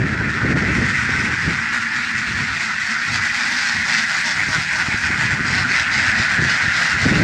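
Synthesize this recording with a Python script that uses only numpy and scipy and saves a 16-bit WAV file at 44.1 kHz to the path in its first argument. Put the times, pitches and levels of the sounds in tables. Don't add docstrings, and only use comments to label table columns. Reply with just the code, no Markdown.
import sys
import numpy as np
from scipy import signal
from scipy.fft import rfft, irfft
from scipy.io import wavfile
from scipy.ndimage import uniform_filter1d, map_coordinates

SR = 44100
rng = np.random.default_rng(int(sys.argv[2]) if len(sys.argv) > 2 else 0)


def dump(signal):
    limited = np.clip(np.atleast_2d(signal).T, -1, 1)
    pcm = np.round(limited * 32767).astype(np.int16)
    wavfile.write(sys.argv[1], SR, pcm)


N = 318843
FREQS = np.arange(513) * SR / 1024 + 1


def undb(db):
    return 10 ** (np.asarray(db) / 20)


def unit(x):
    return x / np.sqrt(np.mean(x ** 2) + 1e-18)


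def curve(table, t):
    s, *columns = np.transpose(table)
    return [np.interp(t, s, column) for column in columns]


def add(out, s, x):
    i = int(s * SR)
    a, b = max(i, 0), min(i + len(x), len(out))
    if b > a:
        out[a:b] += x[a - i:b - i]


def butter(x, hz, kind, order):
    return signal.sosfilt(signal.butter(order, hz, kind, fs=SR, output="sos"), x)


def walk(rate):
    hold = int(SR / rate)
    steps = np.repeat(rng.standard_normal(N // hold + 1), hold)
    return unit(uniform_filter1d(steps, hold)[:N])


# (frequency [Hz], width [Hz], level [dB])
THROAT_RESONANCES = [(212.6, 144, -12.5), (1026, 950, -16.5), (1532, 360, -1.5), (1919, 453, 0),
                     (2477, 380, -9), (3540, 2830, -17.5), (4690, 1600, -16.5), (5510, 1450, -20.5),
                     (6910, 2900, -25)]


def throat(size_spread, colour_db, lift_db):
    hz, width, db = np.transpose(THROAT_RESONANCES)
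    shift, colour = rng.standard_normal((2, len(hz)))
    ratio = FREQS[:, None] / (hz * np.exp(size_spread * shift))
    detune = (ratio - 1 / ratio) * hz / width
    peaks = undb(db + colour_db * colour) ** 2 / (1 + detune ** 2) ** 2
    spectrum = unit(np.sqrt(peaks.sum(axis=1))) * undb(lift_db)
    cepstrum = irfft(np.log(spectrum + 1e-6))
    cepstrum[1:len(FREQS) - 1] *= 2
    cepstrum[len(FREQS):] = 0
    return irfft(np.exp(rfft(cepstrum)))


def scatter(voice, wet_db, t60, size=2048):
    t = np.arange(size) / SR
    tail = rng.standard_normal(size) * np.exp(-np.log(1000) * t / t60)
    tail *= undb(wet_db) / np.linalg.norm(tail)
    tail[0] = 1
    return signal.fftconvolve(voice, tail / np.linalg.norm(tail))


def quack(length, pitch_hz, voice, jitter, rasp, shimmer_db=2, arch=.2, gape=0.06147, puff=0.3, count=96):
    u = np.linspace(0, 1, int(length * SR))
    swell = np.sin(np.pi * u ** .8).clip(0)
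    stretch, beat = rng.standard_normal((2, count))
    phase = np.cumsum(pitch_hz * (1 + arch * (swell - 1))) / SR
    beat_ends = np.cumsum(np.exp(jitter * stretch)) - 1
    phase = np.interp(phase, beat_ends, np.arange(count))
    cycle = phase.astype(int)
    slaps = np.diff(cycle, prepend=0)
    air = np.exp(-(phase % 1) / puff) * rng.standard_normal(len(u))
    strength = undb(shimmer_db * beat)[cycle]
    source = unit((unit(slaps) + rasp * unit(air)) * strength * swell)
    call = signal.fftconvolve(source, voice)
    opening = np.pad(swell, (0, len(voice) - 1)) - np.average(swell, weights=swell ** 2)
    return map_coordinates(call, [np.cumsum(1 + gape * opening)], order=2)


# (time [s], main quack band level [dB], treble level [dB])
CHORUS_LEVELS = [(0.0, -24.5, -40), (0.32, -22, -39), (1.05, -19, -30.5), (1.43, -21, -34.5),
                 (2.33, -22.5, -32.5), (3.58, -20, -27), (4.17, -19.5, -26), (4.37, -21.5, -28.5),
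                 (5.13, -22, -32.5), (6.24, -18, -33.5), (6.68, -18, -30), (7.23, -19, -30)]


def chorus(pitch_hz=215, pitch_spread=.22, length=.095, repeat_s=.24, size_spread=0.037, colour_db=2.5,
           range_db=12, wet_db=-2, t60=0.071, beam_hz=2300, facing_db=7.5, treble_octaves=0.94, count=210):
    out = np.zeros(N)
    beam = (np.log2(FREQS / beam_hz) / treble_octaves).clip(0, 1)
    for middle in np.linspace(-repeat_s, N / SR + repeat_s, count):
        pitch, pace = rng.standard_normal(2)
        main_db, treble_db = curve(CHORUS_LEVELS, middle)
        lift_db = beam * (treble_db - main_db + facing_db)
        voice = scatter(throat(size_spread, colour_db, lift_db), wet_db, t60)
        gain = undb(-range_db * rng.random())
        bird_length, bird_hz = length * np.exp(.2 * pace), pitch_hz * np.exp(pitch_spread * pitch)
        for k, late in enumerate(rng.random(size=3)):
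            call = quack(bird_length, bird_hz, voice, jitter=.045, rasp=0.655)
            add(out, middle + repeat_s * (k - 1) - late * length / 2, gain * call)
    din = np.sqrt(uniform_filter1d(out ** 2, size=SR // 16) + 1e-9)
    return out / din * undb(curve(CHORUS_LEVELS, np.arange(N) / SR)[0])


# (time [s], dip frequency [Hz])
WATER_DIP = [(0, 740), (1.3, 610), (2.3, 580), (4.2, 437), (7.2, 340)]


def pond(x, reflect=0.43, blur_hz=900):
    dip_hz, = curve(WATER_DIP, np.arange(N) / SR)
    lows = butter(x, blur_hz, "low", order=3)
    lows = butter(lows[::-1], blur_hz, "low", order=3)[::-1]
    delay = SR / dip_hz / 2
    return x + reflect * np.interp(np.arange(N) - delay, np.arange(N), lows)


# (time [s], level [dB])
BREEZE = [(0.0, -23.5), (1.46, -31.5), (1.81, -39), (3.71, -46.5), (5.51, -31), (5.69, -34.5), (6.9, -35.5)]
# (start [s], length before release [s], level [dB])
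GUSTS = [(0.043, 0.34, -32), (.41, 0.43, -25), (1.133, 0.19, -27.5), (1.41, 0.13, -25.5),
         (2.13, .04, -31.5), (2.256, 0.17, -28), (2.466, 0.078, -32.5), (3.065, 0.17, -32),
         (3.73, 0.12, -32), (4.345, 0.037, -31), (4.455, 0.032, -27), (4.533, 0.041, -29),
         (4.87, 0.065, -31.5), (5.01, 0.23, -31), (5.227, 0.37, -30.5), (5.62, 0.13, -31),
         (5.875, 0.21, -33), (6.166, 0.041, -25.5), (6.365, 0.094, -25), (6.615, 0.046, -28),
         (6.9, 0.174, -30), (7.036, .25, -20.5)]


def wind_level(attack_s=0.025, release_s=0.055):
    t = np.arange(N) / SR
    power = undb(curve(BREEZE, t)[0]) ** 2
    for s, length, db in GUSTS:
        rise = ((t - s) / attack_s).clip(0, 1)
        fall = np.exp(-((t - s - length) / release_s).clip(0, 20))
        power += (undb(db) * rise * fall) ** 2
    return 10 * np.log10(power)


# (frequency [Hz], relative level [dB])
RUMBLE_SPECTRUM = [(20, -32), (42, -17), (70, 0), (125, 1.5), (220, -3.5), (350, -12.5), (600, -23.5),
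                   (1500, -36.5)]


def wind(flutter_db=2.32, eddy_hz=270, moderate_db=-28.5, sharpen=1.38):
    db = wind_level()
    hz, shape_db = np.transpose(RUMBLE_SPECTRUM)
    f = np.arange(N // 2 + 1) * SR / N + 1
    shape = undb(np.interp(np.log(f), np.log(hz), shape_db)) / (1 + (f / hz[-1]) ** 2)
    air = rfft(rng.standard_normal(N)) * shape
    whole = irfft(air, N)
    small = irfft(air * f ** 2 / (f ** 2 + eddy_hz ** 2), N)
    small_gain = undb(sharpen * (db - moderate_db)) - 1
    rumble = (whole + small_gain * small) / whole.std()
    return rumble * undb(db + flutter_db * walk(45))


# (time [s], peak level [dB])
BUFFETS = [(.118, -17), (.53, -18), (0.786, -6), (1.093, -13), (1.479, -7), (4.585, -11), (4.886, -9.5),
           (4.944, -10), (5.105, -13), (5.253, -12), (5.408, -10), (5.53, -13), (6.199, -10.5), (6.423, -6),
           (6.681, -9)]


def buffets(width_s=0.0012):
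    out = np.zeros(N)
    t = np.arange(-SR // 50, SR // 50) / SR
    for s, db in BUFFETS:
        u = t / (2 * width_s * np.exp(0.19 * rng.standard_normal()))
        push = (1 - u ** 2) / (1 + u ** 2) ** 4
        add(out, s + t[0], undb(db) * push)
    return butter(out, 82, "high", order=2)


# (first quack [s], last quack [s], quacks [count], length [s], pitch [Hz], level [dB],
#  fade per quack [dB], bill brightness [dB])
BOUTS = [(0.838, 1.35, 3, 0.1105, 125.3, -27.5, 4, -4.5), (1.5, 2.57, 6, 0.088, 126.8, -25.5, 0.1, -3.5),
         (3.37, 3.878, 3, .14, 120, -29.5, -3, 6), (3.21, 3.43, 2, 0.082, 162.2, -25.5, 2, -4),
         (3.94, 4.238, 2, 0.12, 169.8, -27.5, -2.5, 6.5), (4.515, 5.276, 4, .08, 174.1, -19.5, 1.5, -3.5),
         (4.694, 5.096, 3, 0.076, 203.6, -23, 1, -8), (5.438, 6.129, 4, .13, 200, -27, -0.5, 4.5),
         (5.735, 7.042, 7, 0.12, 120.4, -24.5, 1.4, 6), (6.459, 6.981, 3, .12, 215.4, -25, 2, 4.5)]
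# (start [s], length [s], pitch [Hz], level [dB], bill brightness [dB])
LONE_QUACKS = [(.92, 0.091, 131, -31, -21), (1.71, .11, 132.4, -24.5, -11), (2.88, 0.092, 111, -29, 3),
               (3.125, 0.068, 121.9, -22.5, 3), (3.55, 0.095, 235.5, -27, 7.5), (4.13, 0.113, 164, -27, 2),
               (4.375, 0.0743, 113, -20, -26), (5.16, .13, 150, -21.5, -3.5),
               (5.51, 0.16, 211.6, -23.5, 1.5), (5.71, 0.0874, 145, -24, -10), (5.91, 0.078, 198, -28, 7),
               (6.02, .12, 124.2, -23, 0), (6.6, .08, 158, -25.5, 2), (6.29, 0.1, 135.3, -23.5, -7),
               (6.78, 0.18, 119, -24.5, -1)]


def near_quacks():
    quacks = list(LONE_QUACKS)
    for first, last, count, length, pitch_hz, db, fade_db, bright_db in BOUTS:
        for k, s in enumerate(np.linspace(first, last, round(count))):
            quacks.append((s, length, pitch_hz, db - k * fade_db, bright_db))
    return quacks


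def near_ducks(size_spread=0.039, colour_db=0.5, gain_db=1, wet_db=-1, t60=0.05, bill_hz=4800,
               bill_octaves=0.565, pitch_spread=.06, top_hz=7500, top_db_per_octave=-6):
    out = np.zeros(N)
    bill = np.exp(-(np.log2(FREQS / bill_hz) / bill_octaves) ** 2)
    top_db = top_db_per_octave * np.log2(FREQS / top_hz).clip(0)
    for s, length, pitch_hz, db, bright_db in near_quacks():
        voice = scatter(throat(size_spread, colour_db, bright_db * bill + top_db), wet_db, t60)
        bird_hz = pitch_hz * np.exp(pitch_spread * rng.standard_normal())
        call = quack(length, bird_hz, voice, jitter=.04, rasp=0.687, shimmer_db=1.7)
        add(out, s, undb(db + gain_db) * call)
    return out


def scene(chorus_db=0.45):
    ducks = undb(chorus_db) * chorus() + near_ducks()
    return (pond(ducks) + wind() + buffets())[None]


def record(dry, edge_hz=8800, leak_db=-11, ceiling=0.65, top_hz=15450):
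    x = ceiling * np.tanh(dry / ceiling)
    body = butter(x, edge_hz, "low", order=9)
    shelf = undb(leak_db) * butter(x, edge_hz, "high", order=9)
    cut = signal.ellip(8, .2, 70, top_hz, fs=SR, output="sos")
    return signal.sosfilt(cut, body + shelf)


dry = scene()
out = record(dry)
dump(out)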